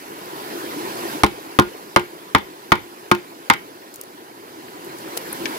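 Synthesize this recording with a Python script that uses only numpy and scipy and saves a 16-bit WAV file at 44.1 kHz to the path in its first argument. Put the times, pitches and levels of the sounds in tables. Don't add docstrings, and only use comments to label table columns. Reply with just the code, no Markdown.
import sys
import numpy as np
from scipy import signal
from scipy.fft import rfft, irfft, next_fast_len
from scipy.io import wavfile
from scipy.ndimage import uniform_filter1d

SR = 44100
rng = np.random.default_rng(int(sys.argv[2]) if len(sys.argv) > 2 else 0)


def voltage_ratio(level):
    return 10 ** (np.asarray(level, float) / 20)


def pcm_store(signal):
    levels = np.round(np.clip(np.atleast_2d(signal), -1, 1) * 32767)
    wavfile.write(sys.argv[1], SR, levels.astype(np.int16).T)


N = 246078
HALVES = np.array([[.5], [-.5]])

# first contact in seconds, strength in dB, give of the pole in dB,
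# split in dB, tilt of the shell's ring in dB per octave.
BLOWS = [
    (1.2345, 0.5, -6, -10, -11),
    (1.5881, 1, -6, -15, 2),
    (1.9613, 0.5, -8.5, -14, -3),
    (2.3485, -0.5, -14.5, -13, 0),
    (2.719, 1.5, -13.5, -18.5, 1),
    (3.1138, -0.5, -9.5, -14.5, 0.5),
    (3.4995, 2, -18, -9.5, -6.5),
]


def unit(x):
    return x / np.sqrt(np.mean(x ** 2) + 1e-20)


def along(points, hz):
    f, v = np.transpose(points)
    return np.interp(np.log(hz + 1), np.log(f + 1), v)


def filtered(x, response):
    m = next_fast_len(x.shape[-1] + 4096)
    spectrum = rfft(x, m) * response(np.fft.rfftfreq(m, 1 / SR))
    return irfft(spectrum, m)[..., :x.shape[-1]]


def add(track, s, sound):
    track[:, round(s * SR):][:, :sound.shape[1]] += sound


def patchy(spectrum, patchy_db):
    z = signal.stft(rng.standard_normal((2, N)), nperseg=512)[2]
    field = rng.standard_normal(z.shape[1:])
    field = uniform_filter1d(field, size=4, axis=0)
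    field = uniform_filter1d(field, size=6, axis=1)
    pair = signal.istft(z * voltage_ratio(patchy_db * unit(field)), nperseg=512)[1][:, :N]
    return unit(filtered(pair, lambda hz: voltage_ratio(along(spectrum, hz))))


def bubbles(count, centre_hz, spread, cycles, scatter_db):
    draw, k = rng.random((count, 2)), np.arange(SR // 20)
    hz = centre_hz * np.exp(spread * rng.standard_normal((count, 1)))
    turns = k / SR * hz
    size = voltage_ratio(-scatter_db * np.log(draw[:, 1:] + 0.00038))
    envelope = size * turns * np.exp(-4 * turns / cycles)
    grains = envelope * np.sin(2 * np.pi * turns * (1 + 0.13 * turns / cycles))
    at = (draw[:, :1] * N).astype(int) + k
    return unit(np.bincount(at.ravel(), grains.ravel(), N + SR)[:N])


def stream():
    # time in seconds, level in dB.
    gain = [(0.0, -40.5), (0.23, -39), (0.43, -36), (0.96, -33), (1.13, -31.5), (1.3, -40), (2.22, -44),
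            (3.54, -44.5), (3.81, -45.5), (4.33, -46), (4.82, -41.5), (5.33, -35), (5.58, -33.5)]
    # frequency in Hz, level in dB per Hz.
    gurgle_colour = [(25, -15), (60, -31.5), (130, -13), (260, -9.5), (345, 1.5), (440, -7), (600, -11.5),
                     (850, -9), (1000, -5.5), (1150, -12.5), (1600, -12.5), (2500, -18), (4500, -20.5),
                     (7000, -28), (11000, -29)]
    # frequency in Hz, level in dB per Hz.
    spray_colour = [(3000, -16), (6000, -2), (8600, -3.5), (9500, -3.5), (10500, 2), (12500, 2),
                    (15600, -3), (15900, -40)]
    # frequency in Hz, likeness from 0 to 1.
    alike = [(60, 0.88), (300, 1), (800, 0.76), (2000, 0.44), (4000, 0.37), (6000, 0.29)]
    # frequency in Hz, left minus right in dB.
    shade = [(60, 0.5), (99, 1), (160, -1.5), (270, -0.5), (450, 3), (740, -3.5), (1220, 0.5), (2010, 0),
             (3330, -2), (5500, -5), (9080, -3.5), (15000, -4)]
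    gurgle_db, spray_db = 4.5, -8.5
    lag = 18

    water = patchy(gurgle_colour, patchy_db=2.0)
    water[0] += voltage_ratio(-7.5) * bubbles(count=900, centre_hz=337.8, spread=0.1724, cycles=9.5, scatter_db=3.0)
    water[0] += voltage_ratio(-10.5) * bubbles(count=1400, centre_hz=906, spread=0.432, cycles=6.8, scatter_db=-2.0)

    def blend(hz):
        angle = np.arccos(np.clip(along(alike, hz), -1, 1)) / 2
        return np.array([np.cos(angle), np.sin(angle)])

    shared, own = filtered(water, blend)
    water = unit(np.array([np.roll(shared + own, lag), shared - own]))
    spray = patchy(spray_colour, patchy_db=3.0)
    gain_db = np.interp(np.arange(N) / SR, *np.transpose(gain))
    both = voltage_ratio(gain_db) * (voltage_ratio(gurgle_db) * water + voltage_ratio(spray_db) * spray)
    return filtered(both, lambda hz: voltage_ratio(HALVES * along(shade, hz)))


def ring(modes, t, scatter_db, turn, tilt_db=0):
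    hz, db, t60, pan_db, apart = np.transpose(modes)[:, :, None]
    db = db + tilt_db * np.log2(hz / 1050) + scatter_db * rng.standard_normal(hz.shape)
    level = voltage_ratio(db + pan_db * HALVES[:, None] - 60 * t / t60)
    phase = np.pi * np.arange(len(hz))[:, None] + apart * HALVES[:, None]
    phase = phase + turn * rng.standard_normal((2, len(hz), 1))
    return -(level * np.sin(2 * np.pi * hz * t + phase)).sum(axis=1)


def burst(spectrum, t):
    noise = rng.standard_normal((2, len(t))) + 0.84 * rng.standard_normal(len(t))
    return unit(filtered(noise, lambda hz: voltage_ratio(along(spectrum, hz))))


def contact(t, tube_db, wall_db, crack_db, tilt_db):
    # frequency in Hz, level in dB,
    # time to fall 60 dB in seconds, left minus right in dB, left minus right phase in radians.
    tube = [(133, -5, 0.048, 3, 0.4), (206, -6, 0.12, 2.5, 0.33), (293, -1, 0.069, 4, 0.67),
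            (355, -4.5, 0.21, -1.5, 0.49), (428, -13.5, 0.154, 12, 0.62), (558, -8, 0.042, 15, 2.1),
            (746, 1, 0.023, -7, 0.85)]
    # frequency in Hz, level in dB,
    # time to fall 60 dB in seconds, left minus right in dB, left minus right phase in radians.
    shell = [(811, -16.5, .14, 3.5, 0.3), (907, -9, 0.094, 5.5, 0.36), (993, -9, 0.11, -3.5, 1.9),
             (1056.5, -3, 0.075, 1.5, 1.55), (1207, 4, 0.026, 0, 1), (1428, -4.5, 0.095, -2.2, 2.55)]
    # frequency in Hz, level in dB,
    # time to fall 60 dB in seconds, left minus right in dB, left minus right phase in radians.
    wall = [(1600, -18.5, 0.14, 23, -10.5), (1744, -11, 0.041, 7.5, 0.5), (1886, -14, 0.036, 33, 0.5),
            (2083, 1, 0.03, -8, 1.2), (2276, 0, 0.04, 1, 1.14), (2520, -15, 0.027, 26, 1.5),
            (3073, -12, 0.048, -5, 1.2), (3522, -6.5, 0.023, 13.5, 0.5), (3910, -25, 0.036, 4, 1),
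            (4770, -22.5, 0.034, 17, 1.6), (5640, -20.5, 0.027, 17, -6)]
    # frequency in Hz, level in dB per Hz.
    wood = [(30, -17), (90, 0.5), (300, -1), (650, -2), (1100, 0.5), (2000, -8), (3000, -10), (5000, -15),
            (8000, -35)]
    # frequency in Hz, level in dB per Hz.
    crack = [(1500, -2), (3000, 4.5), (5000, -1.5), (8000, -6.5), (10500, 0), (13000, -12), (16000, -10)]

    pole = voltage_ratio(tube_db - 4.0) * ring(tube, t, scatter_db=3.5, turn=0.14)
    pole += voltage_ratio(-5) * ring(shell, t, scatter_db=0.4, turn=0.19, tilt_db=tilt_db)
    pole += voltage_ratio(wall_db + 1.0) * ring(wall, t, scatter_db=2.5, turn=0.58)
    knock = burst(wood, t) * (voltage_ratio(-8 - 60 * t / .03) + voltage_ratio(-26 - 60 * t / .2))
    tearing = voltage_ratio(-60 * t / .012) + voltage_ratio(-26 - 60 * t / .045)
    split = voltage_ratio(crack_db + 4.0) * burst(crack, t) * tearing
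    onset = 1 - np.exp(-t / 0.00022)
    return (pole + knock + split) * onset


def clearing(sound):
    # frequency in Hz, time to fall 60 dB in seconds.
    fade = [(100, 0.3), (400, 0.16), (1100, 0.14), (3000, 0.32), (6000, 0.074), (12000, 0.02)]
    hz, t, z = signal.stft(rng.standard_normal((2, SR // 3)), SR, nperseg=256)
    tail = signal.istft(z * voltage_ratio(-60 * t / along(fade, hz)[:, None]), SR, nperseg=256)[1]
    return signal.fftconvolve(sound, tail / np.linalg.norm(tail[0]), axes=1)


def blows():
    # recoil delay in seconds, extra split at the recoil in dB,
    # thud into the ground in dB, ring of the wall in dB.
    recoil = [(0.0095, 3, -10, -13.5), (0.0083, 13, -16, -16.5), (.009, 1, -19, -12),
              (0.011, -16, -14.5, -10), (0.0054, 8.5, -25.5, -11.5), (0.0055, 4, -28, -14),
              (0.0096, -17, -31, -12)]
    recoil_db, thud_pan_db = -10.5, -6.5
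    out, t = np.zeros((2, N + SR)), np.arange(SR // 3) / SR
    for blow, seat in zip(BLOWS, recoil):
        s, db, give_db, crack_db, tilt_db = blow
        delay, split_db, thud_db, wall_db = seat
        thud_level = voltage_ratio(thud_db + thud_pan_db * HALVES - 60 * t / 0.078)
        thud = thud_level * np.sin(2 * np.pi * 80 * t + 2.83 - 0.44 * HALVES)
        level = voltage_ratio(db + 1.8 * np.exp(-t / 0.0046))
        sound = level * (thud + contact(t, give_db, wall_db, crack_db, tilt_db))
        again = voltage_ratio(db + recoil_db) * contact(t, give_db, wall_db, crack_db + split_db, tilt_db)
        add(out, s, sound)
        add(out, s + delay, again)
        add(out, s + .004, voltage_ratio(-19.0) * clearing(sound))
    return out[:, :N]


def snap(db, hz, octaves, t60, pan_db=0):
    t = np.arange(SR // 10) / SR
    noise = rng.standard_normal((2, len(t))) + 0.21 * rng.standard_normal(len(t))
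    band = unit(filtered(noise, lambda f: np.exp(-.5 * (np.log2((f + 1) / hz) / octaves) ** 2)))
    return voltage_ratio(db - 3 + pan_db * HALVES - 60 * t / t60) * band * (1 - np.exp(-t / .0004))


def rebounds():
    # time in seconds, peak in dB.
    falls = [(1.2634, -21.5), (1.621, -29), (1.995, -28), (2.383, -27.5), (2.7536, -29), (3.1484, -23.5),
             (3.5356, -19.5)]
    out = np.zeros((2, N + SR))
    for s, db in falls:
        add(out, s, snap(db + 0.5, hz=6300, octaves=1.6, t60=0.02))
        add(out, s, snap(db + 5.5, hz=1900, octaves=.8, t60=0.031))
    return out[:, :N]


def wood_ticks():
    # time in seconds, peak in dB, centre in Hz.
    ticks = [(1.682, -33, 1990), (4.037, -32, 450), (4.682, -32.5, 2200), (5.077, -29.5, 1150),
             (5.1673, -19.5, 500), (5.1682, -25, 1080)]
    out = np.zeros((2, N + SR))
    for s, db, hz in ticks:
        add(out, s, snap(db, hz, octaves=0.34, t60=0.037))
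    return out[:, :N]


def parting_fibres():
    # time in seconds, peak in dB, centre in Hz, time to fall 60 dB in seconds.
    fibres = [(3.529, -34, 4500, .05), (3.9398, -30.5, 8000, 0.044), (3.9585, -20.5, 13000, 0.012),
              (3.9655, -29, 16000, .008), (4.013, -10, 13000, 0.0054), (4.014, -29, 11000, .016),
              (4.036, -25.5, 11000, 0.013), (4.845, -36, 12000, .08), (4.985, -30, 7000, .025),
              (5.1686, -23, 9000, .033), (5.173, -12, 11000, .018), (5.1736, -15.5, 3500, 0.02)]
    out = np.zeros((2, N + SR))
    for s, db, hz, t60 in fibres:
        add(out, s, snap(db, hz, octaves=0.96, t60=t60, pan_db=2.2))
    return out[:, :N]


def struck(touches, bands):
    out = np.zeros((2, N + SR))
    for s, db, pan_db in touches:
        for hz, level, octaves, t60 in bands:
            add(out, s, snap(db + level, hz, octaves, t60, pan_db))
    return out[:, :N]


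def freed_blade():
    # time in seconds, peak in dB, left minus right in dB.
    tings = [
        (5.1765, -14.5, 4),
        (5.3283, -14, 11),
    ]
    # frequency in Hz, level in dB, width in octaves, time to fall 60 dB in seconds.
    steel = [(11400, 1, 0.13, .008), (10460, -11, .06, 0.021)]
    return struck(tings, steel)


def falling_chip():
    # time in seconds, peak in dB, left minus right in dB.
    landing = [
        (5.4558, -15, 7),
    ]
    # frequency in Hz, level in dB, width in octaves, time to fall 60 dB in seconds.
    chip = [(1700, -6.5, .1, 0.051), (2260, 0, .15, 0.034), (3100, -3, .12, 0.041), (4530, -3, 0.4, 0.029)]
    return struck(landing, chip)


def scene():
    small = rebounds() + wood_ticks() + parting_fibres() + freed_blade() + falling_chip()
    return stream() + blows() + small


def band_limit(x):
    return signal.sosfilt(signal.butter(12, 16320, fs=SR, output="sos"), x)


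def record(dry):
    t, dip_db = np.arange(N) / SR, np.zeros(N)
    for s, *_ in BLOWS:
        dip_db -= 14 * np.clip(1 - (s - t) / 0.0089, 0, 1) * (t < s)
    low_cut = signal.butter(2, 62, "high", fs=SR, output="sos")
    x = signal.sosfilt(low_cut, dry * voltage_ratio(dip_db))
    x = x / (1 + np.abs(x / .99) ** 12) ** (1 / 12)
    x = filtered(x, lambda hz: 1 / (1 + (hz / 15850) ** 80))
    return band_limit(x)


dry = scene()
out = record(dry)
pcm_store(out)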